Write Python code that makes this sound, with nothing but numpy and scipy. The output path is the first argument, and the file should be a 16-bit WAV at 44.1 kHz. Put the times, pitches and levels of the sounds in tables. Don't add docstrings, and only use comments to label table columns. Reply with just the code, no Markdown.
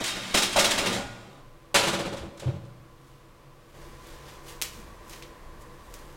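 import sys
import numpy as np
from scipy import signal
from scipy.fft import rfft, irfft, next_fast_len
from scipy.io import wavfile

SR = 44100
rng = np.random.default_rng(int(sys.argv[2]) if len(sys.argv) > 2 else 0)


def master_out(mix):
    frames = np.transpose(np.atleast_2d(mix))
    ceiling = np.clip(frames, -1, 1)
    pcm = np.round(ceiling * 32767).astype(np.int16)
    wavfile.write(sys.argv[1], SR, pcm)


N = 271920
T = np.arange(N) / SR

# f/Hz, level/dB
OVEN_AIR = [(12, -50), (20, 5.5), (60, -12.5), (146, -7), (177, -17), (328, -16), (434, -18.5),
            (472, -15.5), (738, -21.5), (1000, -22), (1260, -22.5), (6910, -38), (16000, -43.5)]
STOVE_AIR = [(12, -81), (20, 5), (96, -10), (146, -19.5), (177, -13.5), (337, -18.5), (485, -14),
             (738, -20.5), (1000, -17), (1290, -22.5), (1760, -22), (2600, -29.5), (16000, -44)]
# f/Hz, width/Hz, level by the oven/dB, level by the stove/dB
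FAN_DRONE = [(138.8, 5.8, -62, -58), (336.8, 28, -64.5, -58), (486.7, 22, -67, -60.5),
             (582, 26, -69.5, -65), (1016.6, 34, -66, -59.5), (1134, 86, -66.5, -62)]
# t/s, level/dB, length/s
THUDS = [(1.022, -42, 0.14), (2.205, -36.5, 0.088), (4.728, -42, 0.21), (5.58, -52, .1)]
# f/Hz, level/dB
THUD_TONE = [(20, -8), (60, 16.5), (120, 3), (220, 8), (600, -36)]

# peak t/s, level/dB, fading time/s, treble/dB
SWISHES = [(3.08, -66, 0.15, 1), (3.83, -54.5, 0.22, -3.5), (4.10, -49.5, 0.14, -4.5),
           (4.29, -47, 0.097, -6.5), (4.49, -43.5, 0.053, -1), (4.74, -50.5, 0.12, -1),
           (5.125, -47.5, 0.081, 0.5), (5.615, -62.5, .02, 10.5), (5.97, -57, 0.31, 0.5)]
# t/s, level/dB, treble/dB
FOIL_SNAPS = [(4.071, -66, 9), (4.6157, -34.5, 0), (4.6217, -32.5, 2.5), (4.633, -47, -6), (5.096, -57, 8),
              (5.134, -45.5, -19), (5.2236, -44, -12), (5.940, -52.5, 5.5)]
# f/Hz, level/dB
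RUB_TONE = [(300, 0), (2500, -1.5), (7500, -4), (16000, -12)]
FOIL_TONE = [(100, -24), (600, -9), (1400, -6.5), (2500, 2), (4000, -0.5), (6500, -0.5), (9000, -5),
             (16000, -10)]

# t/s, level/dB
DOOR_LANDINGS = [(2.456, -20), (2.4796, -21), (2.529, -34)]
# t/s, level/dB, contact/s, bass/dB
DOOR_KNOCKS = [(1.7425, -22.5, 0.0027, 0), (1.7455, -17, 0.023, -2.5), (1.772, -23.5, 0.046, 3),
               (1.828, -27.5, 0.034, -0.5), (2.124, -43, 0.0174, 19), (2.167, -42.5, 0.017, 6)]
# t/s, level/dB
LATCH_TICKS = [(2.372, -55), (2.395, -46), (2.648, -66)]
FRAME_CHAFES = [(2.215, -48.5), (2.418, -47), (2.465, -45.5), (2.534, -53)]
# f/Hz, level/dB, t60/s
CABINET_MODES = [(102, -1.5, 0.073), (131, -1, 0.064), (149, -9, 0.85), (183, -17.5, 0.64),
                 (317.6, -20.5, 0.23)]
DOOR_MODES = [(192.7, -16, 0.73), (233, -18.5, 0.38), (338, -9, 0.12), (569.3, -10.5, 0.21),
              (980, -21, 0.41), (1186, -27, 0.12), (1443, -22, .4), (2454, -29, 0.18), (2775, -19, 0.16),
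              (3216, -46, 0.21), (3780, -35, .25), (3830, -19, 0.076)]
# f/Hz, level/dB
DOOR_SHEET = [(60, -6.5), (150, 2), (280, -0.5), (450, 2), (700, 1.5), (1200, 3.5), (2000, 0.5),
              (3600, 0.5), (5000, -7), (8000, -11.5), (10000, -17), (13000, -26), (16000, -32)]
PAN_SHEET = [(70, -5), (150, -14), (240, 1.5), (450, -2), (700, -0.5), (1200, 0), (2000, 3), (3600, 1.5),
             (5000, -3.5), (8000, -8), (10000, -13.5), (13000, -22.5), (16000, -27)]

# t/s, level/dB, contact/s, bass/dB
PAN_KNOCKS = [(0.001, -40.5, 0.013, 22.5), (0.037, -30.5, 0.0065, -20), (0.052, -27.5, 0.053, -24),
              (0.149, -40.5, 0.028, 16.5), (0.3411, -20.5, 0.014, 8), (0.369, -21, 0.02, 3),
              (0.419, -22, 0.022, 1), (0.525, -33, 0.013, -9), (0.561, -23.5, 0.023, 4),
              (0.923, -31.5, 0.033, 1)]
# t/s, level/dB
PAN_SLIDE = [(0, -32), (.14, -35.5), (.53, -35), (.62, -26), (.76, -33), (.86, -31), (.97, -33.5),
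             (1.06, -56), (1.4, -59)]
# f/Hz, level/dB
DROP_TONE = [(300, -17.5), (470, -19), (570, 2), (760, -5.5), (950, -8), (1500, -12.5), (2500, -48)]
# f/Hz, level/dB, t60/s
PAN_MODES = [(116.2, -19.5, 3), (188.5, -16, 0.59), (376, -21, 0.12), (558, -19.5, 0.6), (598, -21, 0.42),
             (700, -30, 0.14), (825, -25.5, 0.51), (1214, -17, 0.78), (1440, -20, 0.85), (2180, -17, 0.64),
             (2740, -12, 0.051), (3260, -16, 0.2), (3660, -20, 0.204), (3880, -19, 0.12), (5300, -24, 0.19)]
RACK_MODES = [(3080, -14, 0.77), (3730, -2, 0.15), (5040, -13, 0.29)]


def amp(db):
    return 10 ** (np.asarray(db) / 20)


def unit(x):
    return x / np.sqrt(np.sum(x ** 2))


def fade(t60):
    return np.exp(-np.log(1000) * T[:SR] / t60)


def through(x, response):
    return signal.fftconvolve(x, response)[:N]


def colour(x, points):
    size = next_fast_len(len(x) + SR // 4)
    hz, db = np.transpose(points)
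    log_f = np.log(np.fft.rfftfreq(size, 1 / SR) + 1)
    log_gain = np.log(amp(np.interp(log_f, np.log(hz), db)))
    cepstrum = irfft(log_gain, size)
    cepstrum[1:size // 2] *= 2
    cepstrum[size // 2 + 1:] = 0
    return irfft(rfft(x, size) * np.exp(rfft(cepstrum)), size)[:len(x)]


def shelves(x, bass_db, treble_db, bass_hz=800, treble_hz=5000):
    f, spectrum = np.fft.rfftfreq(len(x), 1 / SR), rfft(x)
    low = irfft(spectrum / (1 + (f / bass_hz) ** 4), len(x))
    high = x - irfft(spectrum / (1 + (f / treble_hz) ** 4), len(x))
    return x + (amp(bass_db) - 1) * low + (amp(treble_db) - 1) * high


def whiten(x, length_s):
    window = np.exp(-(T[:len(x)] / length_s) ** 8)
    for _ in range(3):
        x = irfft(np.exp(1j * np.angle(rfft(x))), len(x)) * window
    return unit(x)


def wash(t60_low, t60_high):
    centres_hz = np.geomspace(500, 16000, 6)
    f, noise = np.fft.rfftfreq(SR, 1 / SR), rfft(rng.standard_normal(SR))
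    t60s = 1 / np.interp(centres_hz, [0, centres_hz[-1]], [1 / t60_low, 1 / t60_high])
    bands = [irfft(noise * np.interp(f, centres_hz, pick), SR) for pick in np.eye(len(centres_hz))]
    tail = sum(band * unit(fade(t60)) for band, t60 in zip(bands, t60s))
    return whiten(tail, length_s=0.47)


def body(tone, t60_low, t60_high):
    return unit(colour(wash(t60_low, t60_high), tone))


def ring(modes):
    return sum((-1) ** k * amp(db) * unit(fade(t60) * np.sin(2 * np.pi * hz * T[:SR]))
               for k, (hz, db, t60) in enumerate(modes))


def shifting(x, make_response, count=5, turn_hz=22):
    out = 0
    for k in range(count):
        turns_away = np.abs((T * turn_hz - k + count / 2) % count - count / 2)
        share = np.cos(np.pi / 2 * np.minimum(turns_away, 1))
        out = out + through(x * share, make_response())
    return out


def grit(count, spread_db):
    sizes = rng.standard_normal(count) * amp(spread_db * np.clip(rng.standard_normal(count), -2, 2))
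    return unit(sizes) * np.sqrt(count)


def blows(rows, spread_db, bass_hz=800):
    force, t, lead = np.zeros(N + SR), T[:SR // 4], SR // 100
    for s, db, length, bass_db, treble_db in rows:
        buzz = grit(len(t), spread_db) * np.exp(-(t / length) ** 4)
        buzz = whiten(buzz, 1.5 * length) * np.sqrt(.03 * SR)
        buzz = shelves(np.pad(buzz, (lead, 0)), bass_db, treble_db, bass_hz)
        start = int(s * SR)
        force[start:start + len(buzz)] += amp(db) * buzz
    return force[lead:lead + N]


def judder(start_s, gap_s, slowing, db, fall_db, length_s,
           bass_db, bass_gain_db, treble_db, treble_loss_db, count):
    k = np.arange(count)
    gaps = gap_s * slowing ** k
    onsets = start_s + np.cumsum(gaps) - gaps
    return np.transpose([onsets, db - fall_db * k, np.full(count, length_s),
                         bass_db + bass_gain_db * k, treble_db - treble_loss_db * k])


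def room_tone(stove_from_s=3.735):
    def rumble(tone, rms_db):
        return amp(rms_db) * unit(colour(rng.standard_normal(N), tone)) * np.sqrt(N)
    by_stove = np.clip((T - stove_from_s) / 0.01, 0, 1)
    air = (1 - by_stove) * rumble(OVEN_AIR, rms_db=-53) + by_stove * rumble(STOVE_AIR, rms_db=-47.5)
    f = np.fft.rfftfreq(N, 1 / SR)
    for hz, width, oven_db, stove_db in FAN_DRONE:
        hum = irfft(rfft(rng.standard_normal(N)) / (1 + ((f - hz) / (width / 2)) ** 2), N)
        air += unit(hum) * np.sqrt(N) * amp(oven_db + by_stove * (stove_db - oven_db))
    return air


def kitchen():
    return np.pad(wash(t60_low=0.99, t60_high=0.2), (SR // 150, 0))


def thuds():
    force = blows([(*row, 0, 0) for row in THUDS], spread_db=5)
    return through(force, unit(colour(fade(.001), THUD_TONE)))


def sleeve(rise_share=0.55):
    force, t = np.zeros(N + SR), T[:SR] - .5
    for s, db, fading, treble_db in SWISHES:
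        swell = np.exp(-np.abs(t) / np.where(t < 0, rise_share * fading, fading))
        contacts = grit(SR, spread_db=12.5) * amp(db) * swell
        start = int((s + t[0]) * SR)
        force[start:start + SR] += shelves(contacts, 0, treble_db)
    return through(force[:N], body(RUB_TONE, t60_low=0.027, t60_high=0.015))


def foil(snap_s=0.0018, bass_db=3):
    def scatter():
        paths = amp(0.5) * wash(t60_low=0.16, t60_high=0.056)
        paths[0] += 1
        return unit(colour(whiten(paths, length_s=0.11), FOIL_TONE))
    snaps = [(s, db, snap_s, bass_db, treble_db) for s, db, treble_db in FOIL_SNAPS]
    return shifting(blows(snaps, spread_db=6.5), scatter, count=3)


def cabinet():
    pushes = np.zeros(N)
    for s, db in DOOR_LANDINGS:
        pushes[int(s * SR)] += amp(db) * np.sqrt(.03 * SR)
    swing_up = 1 - fade(0.074)
    return through(pushes, ring(CABINET_MODES) * swing_up)


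def door(knock_treble_db=5.5):
    knocks = [(*row, knock_treble_db) for row in DOOR_KNOCKS]
    hinge = judder(start_s=1.868, gap_s=.058, slowing=1.05, db=-24.5, fall_db=4.5, length_s=0.024,
                   bass_db=4, bass_gain_db=3.5, treble_db=4.5, treble_loss_db=0.5, count=4)
    sharp, dull = (.005, -3, 10.5), (.035, 17, -3)  # contact/s, bass/dB, treble/dB
    ticks = [(*row, *sharp) for row in LATCH_TICKS]
    chafes = [(*row, *dull) for row in FRAME_CHAFES]
    force = blows([*knocks, *hinge, *ticks, *chafes], spread_db=5, bass_hz=680)
    sheet = shifting(force, lambda: body(DOOR_SHEET, t60_low=0.172, t60_high=0.065))
    return amp(-3) * sheet + amp(-5) * through(force, ring(DOOR_MODES))


def scrape(bass_db_per_s=14):
    times, levels_db = np.transpose(PAN_SLIDE)
    end_s = times[-1]
    pressure = amp(np.interp(T, times, levels_db)) * (T < end_s)
    bass_db = 0.5 + bass_db_per_s * np.minimum(T, end_s)
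    return shelves(grit(N, spread_db=9) * pressure, bass_db, treble_db=0)


def pan(knock_treble_db=7, rack_loaded_s=0.39):
    knocks = [(*row, knock_treble_db) for row in PAN_KNOCKS]
    jolts = judder(start_s=.586, gap_s=.056, slowing=1.13, db=-19.5, fall_db=1.5, length_s=0.0155,
                   bass_db=-17, bass_gain_db=4.5, treble_db=7.5, treble_loss_db=0.95, count=5)
    force = scrape() + blows([*knocks, *jolts], spread_db=9)
    sheet = shifting(force, lambda: body(PAN_SHEET, t60_low=0.1107, t60_high=0.097))
    drop = blows([(.5585, -21, 0.0427, 0, 0)], spread_db=-0.5)
    hollow_knock = through(drop, body(DROP_TONE, t60_low=0.085, t60_high=0.017))
    rack_db = np.where(T < rack_loaded_s, -16.5, -33)
    rack = through(force * amp(rack_db), ring(RACK_MODES))
    return amp(-4.5) * sheet + amp(-6.5) * through(force, ring(PAN_MODES)) + rack + hollow_knock


def scene():
    oven = pan() + door()
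    thump = cabinet()
    hands = sleeve() + foil()
    to_walls = amp(-5) * oven + amp(-11) * hands + amp(-8.5) * thump
    echo = shifting(to_walls, kitchen, count=4, turn_hz=12)
    return (amp(1) * oven + thump + hands + thuds() + echo + room_tone())[None]


def record(dry):
    top_hz = 15900
    return signal.sosfilt(signal.ellip(10, .2, 80, top_hz, fs=SR, output="sos"), dry)


dry = scene()
out = record(dry)
master_out(out)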